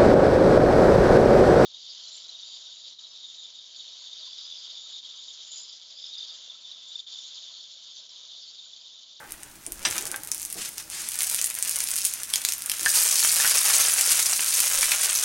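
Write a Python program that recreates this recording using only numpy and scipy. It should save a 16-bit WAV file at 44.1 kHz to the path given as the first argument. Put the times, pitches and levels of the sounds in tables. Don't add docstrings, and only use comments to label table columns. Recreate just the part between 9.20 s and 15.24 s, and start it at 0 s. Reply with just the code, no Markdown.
import sys
import numpy as np
from scipy import signal
from scipy.fft import rfft, irfft, next_fast_len
from scipy.io import wavfile
from scipy.ndimage import map_coordinates

SR = 44100
rng = np.random.default_rng(int(sys.argv[2]) if len(sys.argv) > 2 else 0)


def bounce(signal):
    frames = np.transpose(np.atleast_2d(signal))
    limited = np.clip(frames, -1, 1)
    pcm = np.round(limited * 32767).astype(np.int16)
    wavfile.write(sys.argv[1], SR, pcm)


N = 266364


def amp(db):
    return 10 ** (np.asarray(db) / 20)


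def unit(x):
    return x / np.sqrt(np.mean(x ** 2) + 1e-20)


def along(points, hz):
    point_hz, values = np.transpose(points)
    return np.interp(np.log(hz + 1), np.log(point_hz), values)


def curves(rows):
    times_s, *columns = np.transpose(rows)
    return [np.interp(np.arange(N) / SR, times_s, column) for column in columns]


def wobble(knots_per_s):
    knots = rng.standard_normal(int(N * knots_per_s / SR) + 4)
    return map_coordinates(knots, [np.arange(N) * knots_per_s / SR])


def swell(start_s, hold_s, rise_db_per_s, fall_db_per_s):
    t = np.arange(N) / SR - start_s
    rise_db = rise_db_per_s * t
    fall_db = fall_db_per_s * (hold_s - t)
    return amp(np.minimum(0, np.minimum(rise_db, fall_db)))


def coloured(x, spectrum, size=4096):
    gain = amp(along(spectrum, np.fft.rfftfreq(size, 1 / SR)))
    cepstrum = irfft(np.log(gain))
    cepstrum[1:size // 2] *= 2
    cepstrum[size // 2 + 1:] = 0
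    impulse_response = irfft(np.exp(rfft(cepstrum)))
    return signal.fftconvolve(x, impulse_response)[:len(x)]


def noise(spectrum):
    return unit(coloured(rng.standard_normal(N), spectrum))


def add(track, start_s, sound):
    part = track[max(round(start_s * SR), 0):][:len(sound)]
    part += sound[:len(part)]


def grains(rate_per_s, hz, scatter, cycles, spread_db, size):
    chance = rng.random(N) * SR / rate_per_s
    at = np.flatnonzero(chance < 1)
    pitch_hz = hz * np.exp(scatter * rng.standard_normal(len(at)))
    pitch = np.minimum(pitch_hz, SR / 2)[:, None] / SR
    rarity = np.minimum(-np.log(chance[at]), 4)
    sign = rng.choice([-1, 1], len(at))
    strength = sign * amp(spread_db * rarity) / np.sqrt(rate_per_s[at])
    turns = pitch * np.arange(size)
    waves = np.cos(2 * np.pi * turns) * np.exp(-turns / cycles)
    waves *= strength[:, None] * np.sqrt(pitch)
    places = at[:, None] + np.arange(size)
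    return np.bincount(places.ravel(), waves.ravel(), N + size)[:N]


# frequency in Hz, level in dB.
KITCHEN_SPECTRUM = [(24, -45), (40, 4), (125, 0), (355, -2), (432, -18), (845, -4.5), (4560, -10),
                    (8910, -8), (15000, -10.5)]
# frequency in Hz, level in dB.
AIR_SPECTRUM = [(10, 3), (24, -6), (32, 3), (42, -7), (55, -3), (120, -19), (400, -66)]
# start in seconds, hold in seconds, level in dB.
AIR_PUFFS = [(0.117, .03, -56), (.29, .04, -64), (.55, .02, -46.5), (5.52, 0.13, -52.5)]
PUFF_RISE_DB_PER_S, PUFF_FALL_DB_PER_S, STILL_AIR_DB = 250, 140, -73


def background():
    puffs = np.zeros(N)
    for start_s, hold_s, db in AIR_PUFFS:
        puffs += amp(db) * swell(start_s, hold_s, PUFF_RISE_DB_PER_S, PUFF_FALL_DB_PER_S)
    air = np.hypot(puffs, amp(STILL_AIR_DB)) * noise(AIR_SPECTRUM)
    return amp(-52) * noise(KITCHEN_SPECTRUM) + air


# frequency in Hz, side against mid in dB.
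REFLECTION_WIDTH = [(60, -14), (200, -8), (700, -7.5), (1400, -11.5), (2800, -11), (6000, -12.5),
                    (10000, -13.5), (13000, -25)]


def echo(x, near_db, near_t60_s, room_db, room_t60_s, pieces=90):
    wet, t = np.zeros((2, N)), np.arange(SR // 3) / SR
    near = amp(-60 * t / near_t60_s)
    room = amp(-60 * t / room_t60_s)
    near *= amp(near_db) / np.linalg.norm(near)
    room *= amp(room_db) / np.linalg.norm(room)
    decay = np.hypot(near, room)
    for piece in np.array_split(np.arange(N), pieces):
        for channel in wet:
            reflections = decay * rng.standard_normal(len(t))
            add(channel, piece[0] / SR + 0.002, signal.fftconvolve(x[piece], reflections))
    mid, side = wet[0], coloured(wet[1], REFLECTION_WIDTH)
    return np.array([mid + side, mid - side])


# start in seconds, relative level in dB.
SPATULA_KNOCKS = [(0.19, -49), (0.65, -12.5), (0.659, -37), (.782, -28), (1.115, -36.5)]
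# frequency in Hz, mean relative level in dB, T60 in seconds.
RING_MODES = [(986, -14.5, 0.16), (1765, -12, 0.13), (2025, -16, 0.24), (2660, -3, 0.056),
              (3720, -18, 0.18), (4820, -2, 0.052), (5870, -3, 0.078), (5790, 6, 0.027), (6150, -15, .12),
              (8400, -7, 0.12), (7600, -19, 0.14)]


def knocks():
    track, t = np.zeros(N), np.arange(SR // 2) / SR
    clack_spectrum = [(200, -31), (900, 0.5), (3000, 5), (4000, 3.0), (6000, 2), (9000, -4), (13000, -24)]
    for start_s, db in SPATULA_KNOCKS:
        ring = np.zeros(len(t))
        for hz, mode_db, t60_s in RING_MODES:
            decay = amp(mode_db + rng.normal(0, 0.88) - 60 * t / t60_s)
            ring += decay * np.sin(2 * np.pi * (hz * t + rng.random()))
        clack = noise(clack_spectrum)[:len(t)] * amp(2.0 - 60 * t / 0.097)
        attack = 1 - np.exp(-t / 0.00081)
        add(track, start_s, amp(db - 8.5) * (ring + clack) * attack)
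    return track


# frequency in Hz, level in dB.
DRONE_SPECTRUM = [(60, -7), (150, -1.5), (250, -3.5), (335, 4), (430, -4.5), (600, -4.5), (1200, -16),
                  (3000, -80)]
# start in seconds, level in dB, T60 in seconds.
SOFT_BUMPS = [(.464, -42, 0.22), (.654, -38, 0.24), (1.351, -38.5, 0.22), (3.612, -45, .3)]


def bumps():
    track, t = np.zeros(N), np.arange(SR // 2) / SR
    for start_s, db, t60_s in SOFT_BUMPS:
        thud = noise(DRONE_SPECTRUM)[:len(t)] * amp(db - 60 * t / t60_s)
        add(track, start_s, thud * (1 - np.exp(-t / 0.01)))
    return track


# time in seconds, drone level in dB before contact fades.
SLIDE_LEVEL = [(0, -58.5), (.5, -67.5), (.66, -52.5), (.84, -49), (1.17, -63.5), (1.9, -62)]
# start in seconds, rasp level in dB.
EDGE_CATCHES = [(0.01, -42.5), (.265, -56.5), (.67, -54), (.935, -42.5)]
# frequency in Hz, level in dB.
RASP_SPECTRUM = [(300, -19), (600, 2), (720, -7.5), (840, 6.5), (1050, -6.5), (1450, 3), (1800, 1.5),
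                 (2400, -3), (5000, -44)]
CATCH_RISE_DB_PER_S, CATCH_FALL_DB_PER_S = 299.5, 203


def sliding():
    drone_db, = curves(SLIDE_LEVEL)
    contact = np.interp(np.arange(N) / SR, [1.8, 2.1], [1, 0])
    catches = np.zeros(N)
    for start_s, db in EDGE_CATCHES:
        catches += amp(db) * swell(start_s, 0, CATCH_RISE_DB_PER_S, CATCH_FALL_DB_PER_S)
    slips = grains(np.full(N, 700), hz=1220, scatter=0.58, cycles=2.1, spread_db=1.0, size=256)
    rasp = unit(coloured(slips, RASP_SPECTRUM)) * np.hypot(catches, amp(drone_db))
    drone = noise(DRONE_SPECTRUM) * amp(drone_db)
    return contact * (drone + rasp)


# start in seconds, hold in seconds, mean hiss level in dB.
SHOVE_STROKES = [(1.38, 0.088, -37), (1.581, 0.034, -41), (1.72, 0.14, -36.5)]
# frequency in Hz, level in dB.
SCRAPE_SPECTRUM = [(500, -18.5), (1400, -5), (2200, -1.5), (3500, -1.5), (6000, 1), (9200, 1.5),
                   (12000, -5.5), (16000, -21)]
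SHOVE_RISE_DB_PER_S, SHOVE_FALL_DB_PER_S = 650, 333


def shove():
    strokes = np.zeros(N)
    for start_s, hold_s, db in SHOVE_STROKES:
        strokes += amp(db) * swell(start_s, hold_s, SHOVE_RISE_DB_PER_S, SHOVE_FALL_DB_PER_S)
    return noise(SCRAPE_SPECTRUM) * strokes * amp(2.7 * wobble(83))


# start in seconds, level in dB, starting pitch in Hz, T60 in seconds.
STEAM_POCKETS = [(.943, -23, 1530, 0.018), (2.0145, -23, 2120, .015), (3.137, -12.5, 3380, 0.0078),
                 (3.5168, -17, 2800, .0056), (3.659, -16, 4800, .014), (3.6609, -13, 1740, 0.051),
                 (3.665, -18, 1600, 0.056), (3.786, -16, 4770, .018), (4.048, -12.5, 1540, 0.0057),
                 (4.2, -13, 1790, 0.012), (4.247, -17, 1460, 0.019), (4.254, -16, 1700, .0092),
                 (5.193, -12.5, 2010, 0.0057), (5.63, -10, 2400, 0.0038), (5.719, -11, 2530, 0.0067)]


def pockets():
    track, t = np.zeros(N), np.arange(SR // 10) / SR
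    for start_s, db, hz, t60_s in STEAM_POCKETS:
        tone = np.sin(2 * np.pi * hz * t * (1 + 1.2 * t))
        tone *= amp(-60 * t / t60_s) * (1 - np.exp(-t / 0.0001))
        snap_spectrum = [(hz / 10, -36), (hz / 3, -20), (hz, 0), (2 * hz, -6), (6 * hz, -24)]
        snap = unit(coloured(rng.standard_normal(len(t)), snap_spectrum)) * amp(-5.5 - 60 * t / 0.014)
        add(track, start_s, amp(db) * (tone + snap))
    return track


# frequency in Hz, level in dB.
SPIT_SPECTRUM = [(150, -21.5), (700, -19), (1200, -19.5), (2000, -4), (3200, -3), (4300, -3.5), (6300, 2),
                 (8000, 0.5), (9200, 5), (12000, -0.5), (14000, -6.5), (16000, -9.5), (20000, -12.5)]
# start in seconds, mist level in dB, T60 in seconds.
FAT_DROPS = [(1.1168, -19, 0.011), (2.007, -13, 0.0035), (2.146, -16, .005), (2.605, -16, 0.0034),
             (2.8507, -12, .012), (3.138, -10.5, 0.0049), (3.1581, -13, 0.012), (3.25, -9.5, 0.0082),
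             (3.288, -21, 0.037), (3.4975, -12, 0.0057), (4.81, -12.5, 0.032), (4.917, -13.5, .05),
             (5.06, -23, 0.0084), (5.403, -11.5, .02), (5.718, -15, 0.0051)]


def sprays():
    track, t = np.zeros(N), np.arange(SR // 20) / SR
    for start_s, db, t60_s in FAT_DROPS:
        mist = unit(coloured(rng.standard_normal(len(t)), SPIT_SPECTRUM))
        add(track, start_s, mist * amp(db - 60 * t / t60_s))
    return track


def spikes(drops, spectrum, size=512):
    track, t = np.zeros(N), np.arange(size) / SR
    for start_s, peak_db in drops:
        pitch, film = rng.standard_normal(2)
        film_hz = 8000 * np.exp(0.35 * pitch)
        burst = 0.35 * film * np.sin(2 * np.pi * film_hz * t) * np.exp(-t / 0.00018)
        burst[0] += 1
        burst = coloured(burst, spectrum)
        add(track, start_s, amp(peak_db) * burst / np.abs(burst).max())
    return track


DROPS_PER_S, DROP_RATE_POWER = 30, 0.45
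DROP_DB, DROP_DB_PER_STEAM_DB, DROP_SCATTER_DB = -5.5, 0.5, 1.7
PUSH_START_S, PUSH_END_S, PUSH_EXTRA_DROPS_PER_S, PUSH_LOUDER_DB = 1.88, 2.9, 12, 3


def lesser_drops(candidates=360):
    fizz_db, _ = curves(STEAM_FLOW)
    place, luck = rng.random((2, candidates))
    start_s = place * N / SR
    steam_db = fizz_db[(place * N).astype(int)] - fizz_db.max()
    pushed = (start_s > PUSH_START_S) & (start_s < PUSH_END_S)
    rate_per_s = DROPS_PER_S * amp(steam_db) ** DROP_RATE_POWER + PUSH_EXTRA_DROPS_PER_S * pushed
    peak_db = DROP_DB + DROP_DB_PER_STEAM_DB * steam_db + PUSH_LOUDER_DB * pushed
    peak_db += DROP_SCATTER_DB * rng.standard_normal(candidates)
    bursts = luck < rate_per_s * N / SR / candidates
    return list(zip(start_s[bursts], peak_db[bursts]))


# start in seconds, relative peak in dB.
PLACED_DROPS = [(0.1213, -12), (0.4653, -13), (0.5213, -11), (0.711, -6.5), (0.7658, -12), (0.7811, -3),
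                (0.8549, -11), (0.8684, -12), (0.9157, -9), (0.9614, -10.5), (1.074, -15), (1.1468, -9),
                (1.2181, -13), (1.2512, -9.5), (1.3268, -11), (1.491, -15.5), (1.5817, -9.5),
                (1.8886, -8.5), (1.9564, -10.5), (1.9895, -8), (2.0325, -2), (2.0702, -8), (2.0985, -3.5),
                (2.2147, -1), (2.2435, -2), (2.2698, -9), (2.388, -8.5), (2.4263, 0), (2.4773, -8),
                (2.4948, -3.5), (2.7067, -7), (2.7646, -3.5), (2.9379, -6.5), (3.034, -9), (3.3225, -2.5),
                (3.3358, -5.5), (3.4213, -9), (3.461, -7.5), (3.5175, -6), (3.646, -19)]
# frequency in Hz, gain in dB.
SMALL_DROP_TILT = [(1500, -4), (4000, -4.5), (9000, 1.5), (13000, 2.5)]
FAT_POP_PEAK_DB = -2.5


def pops():
    fat_drops = [(start_s, FAT_POP_PEAK_DB) for start_s, _, _ in FAT_DROPS]
    small_spectrum = [(hz, db + along(SMALL_DROP_TILT, hz)) for hz, db in SPIT_SPECTRUM]
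    fat = spikes(fat_drops, SPIT_SPECTRUM)
    placed = amp(0.5) * spikes(PLACED_DROPS, small_spectrum)
    return fat + placed + spikes(lesser_drops(), small_spectrum)


# time in seconds, relative fizz in dB, relative bubbling in dB.
STEAM_FLOW = [(0, -51.5, -53.5), (0.52, -51.5, -61.5), (0.72, -33.5, -39.5), (1.02, -46.5, -57),
              (1.16, -37.5, -52), (1.67, -45.5, -65), (2.02, -29.5, -42), (2.34, -37, -46),
              (2.6, -29.5, -40.5), (2.87, -29, -46.5), (2.98, -35.5, -46), (3.31, -33.5, -46.5),
              (3.43, -40.5, -49), (3.73, -21, -37), (4.55, -21, -31.5), (4.9, -22.5, -34.5),
              (5.0, -23.5, -36), (6.04, -24, -34.5)]
# frequency in Hz, level in dB.
FIZZ_SPECTRUM = [(1470, -29), (2500, -6), (2740, -8.5), (3560, -6.5), (5710, -1.5), (6510, 0), (7360, -2),
                 (9070, 1), (11600, -3.5), (13200, -7), (15100, -16), (15800, -6.5)]
# frequency in Hz, level in dB.
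BUBBLING_SPECTRUM = [(100, -26.5), (300, -18.5), (500, -8), (900, -9), (1450, -3.5), (1800, -3),
                     (2600, -1.5), (3600, -3), (6000, -11.5), (12000, -50)]


def sizzle():
    fizz_db, bubbling_db = curves(STEAM_FLOW)
    flow = amp(fizz_db - fizz_db.max())
    clusters = wobble(70) + 0.45 * wobble(220)
    dry_grains = grains(1800 + 2200 * flow, hz=9650, scatter=0.65, cycles=0.35, spread_db=6.0, size=48)
    bead_grains = grains(500 + 700 * flow, hz=8580, scatter=0.393, cycles=3.5, spread_db=5.0, size=128)
    beads = amp(-2.5) * np.sqrt(flow) * unit(coloured(bead_grains, FIZZ_SPECTRUM))
    fine = unit(coloured(dry_grains, FIZZ_SPECTRUM)) + beads
    fizz = fine * amp(fizz_db - 2.5 + 1.72 * clusters)
    coarse = grains(700 + 1100 * flow, hz=1835, scatter=0.6, cycles=0.5, spread_db=2.5, size=256)
    splutter_db = bubbling_db - 2.0 + 2.12 * clusters + 1.45 * wobble(21.8)
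    bubbling = unit(coloured(coarse, BUBBLING_SPECTRUM)) * amp(splutter_db)
    return fizz + bubbling


def scene():
    spatula = knocks() + bumps() + sliding() + shove()
    pan = spatula + pockets() + sprays() + pops() + sizzle()
    reflections = echo(pan, near_db=-6.5, near_t60_s=0.11, room_db=-12.5, room_t60_s=0.41)
    return pan + reflections + background()


TOP_HZ, CEILING = 15900, 0.66


def record(dry):
    rounded = dry / (1 + (dry / CEILING) ** 6) ** (1 / 6)
    size = next_fast_len(N + SR // 2)
    passband = np.fft.rfftfreq(size, 1 / SR) < TOP_HZ
    return irfft(rfft(rounded, size) * passband, size)[:, :N]


dry = scene()
out = record(dry)
bounce(out)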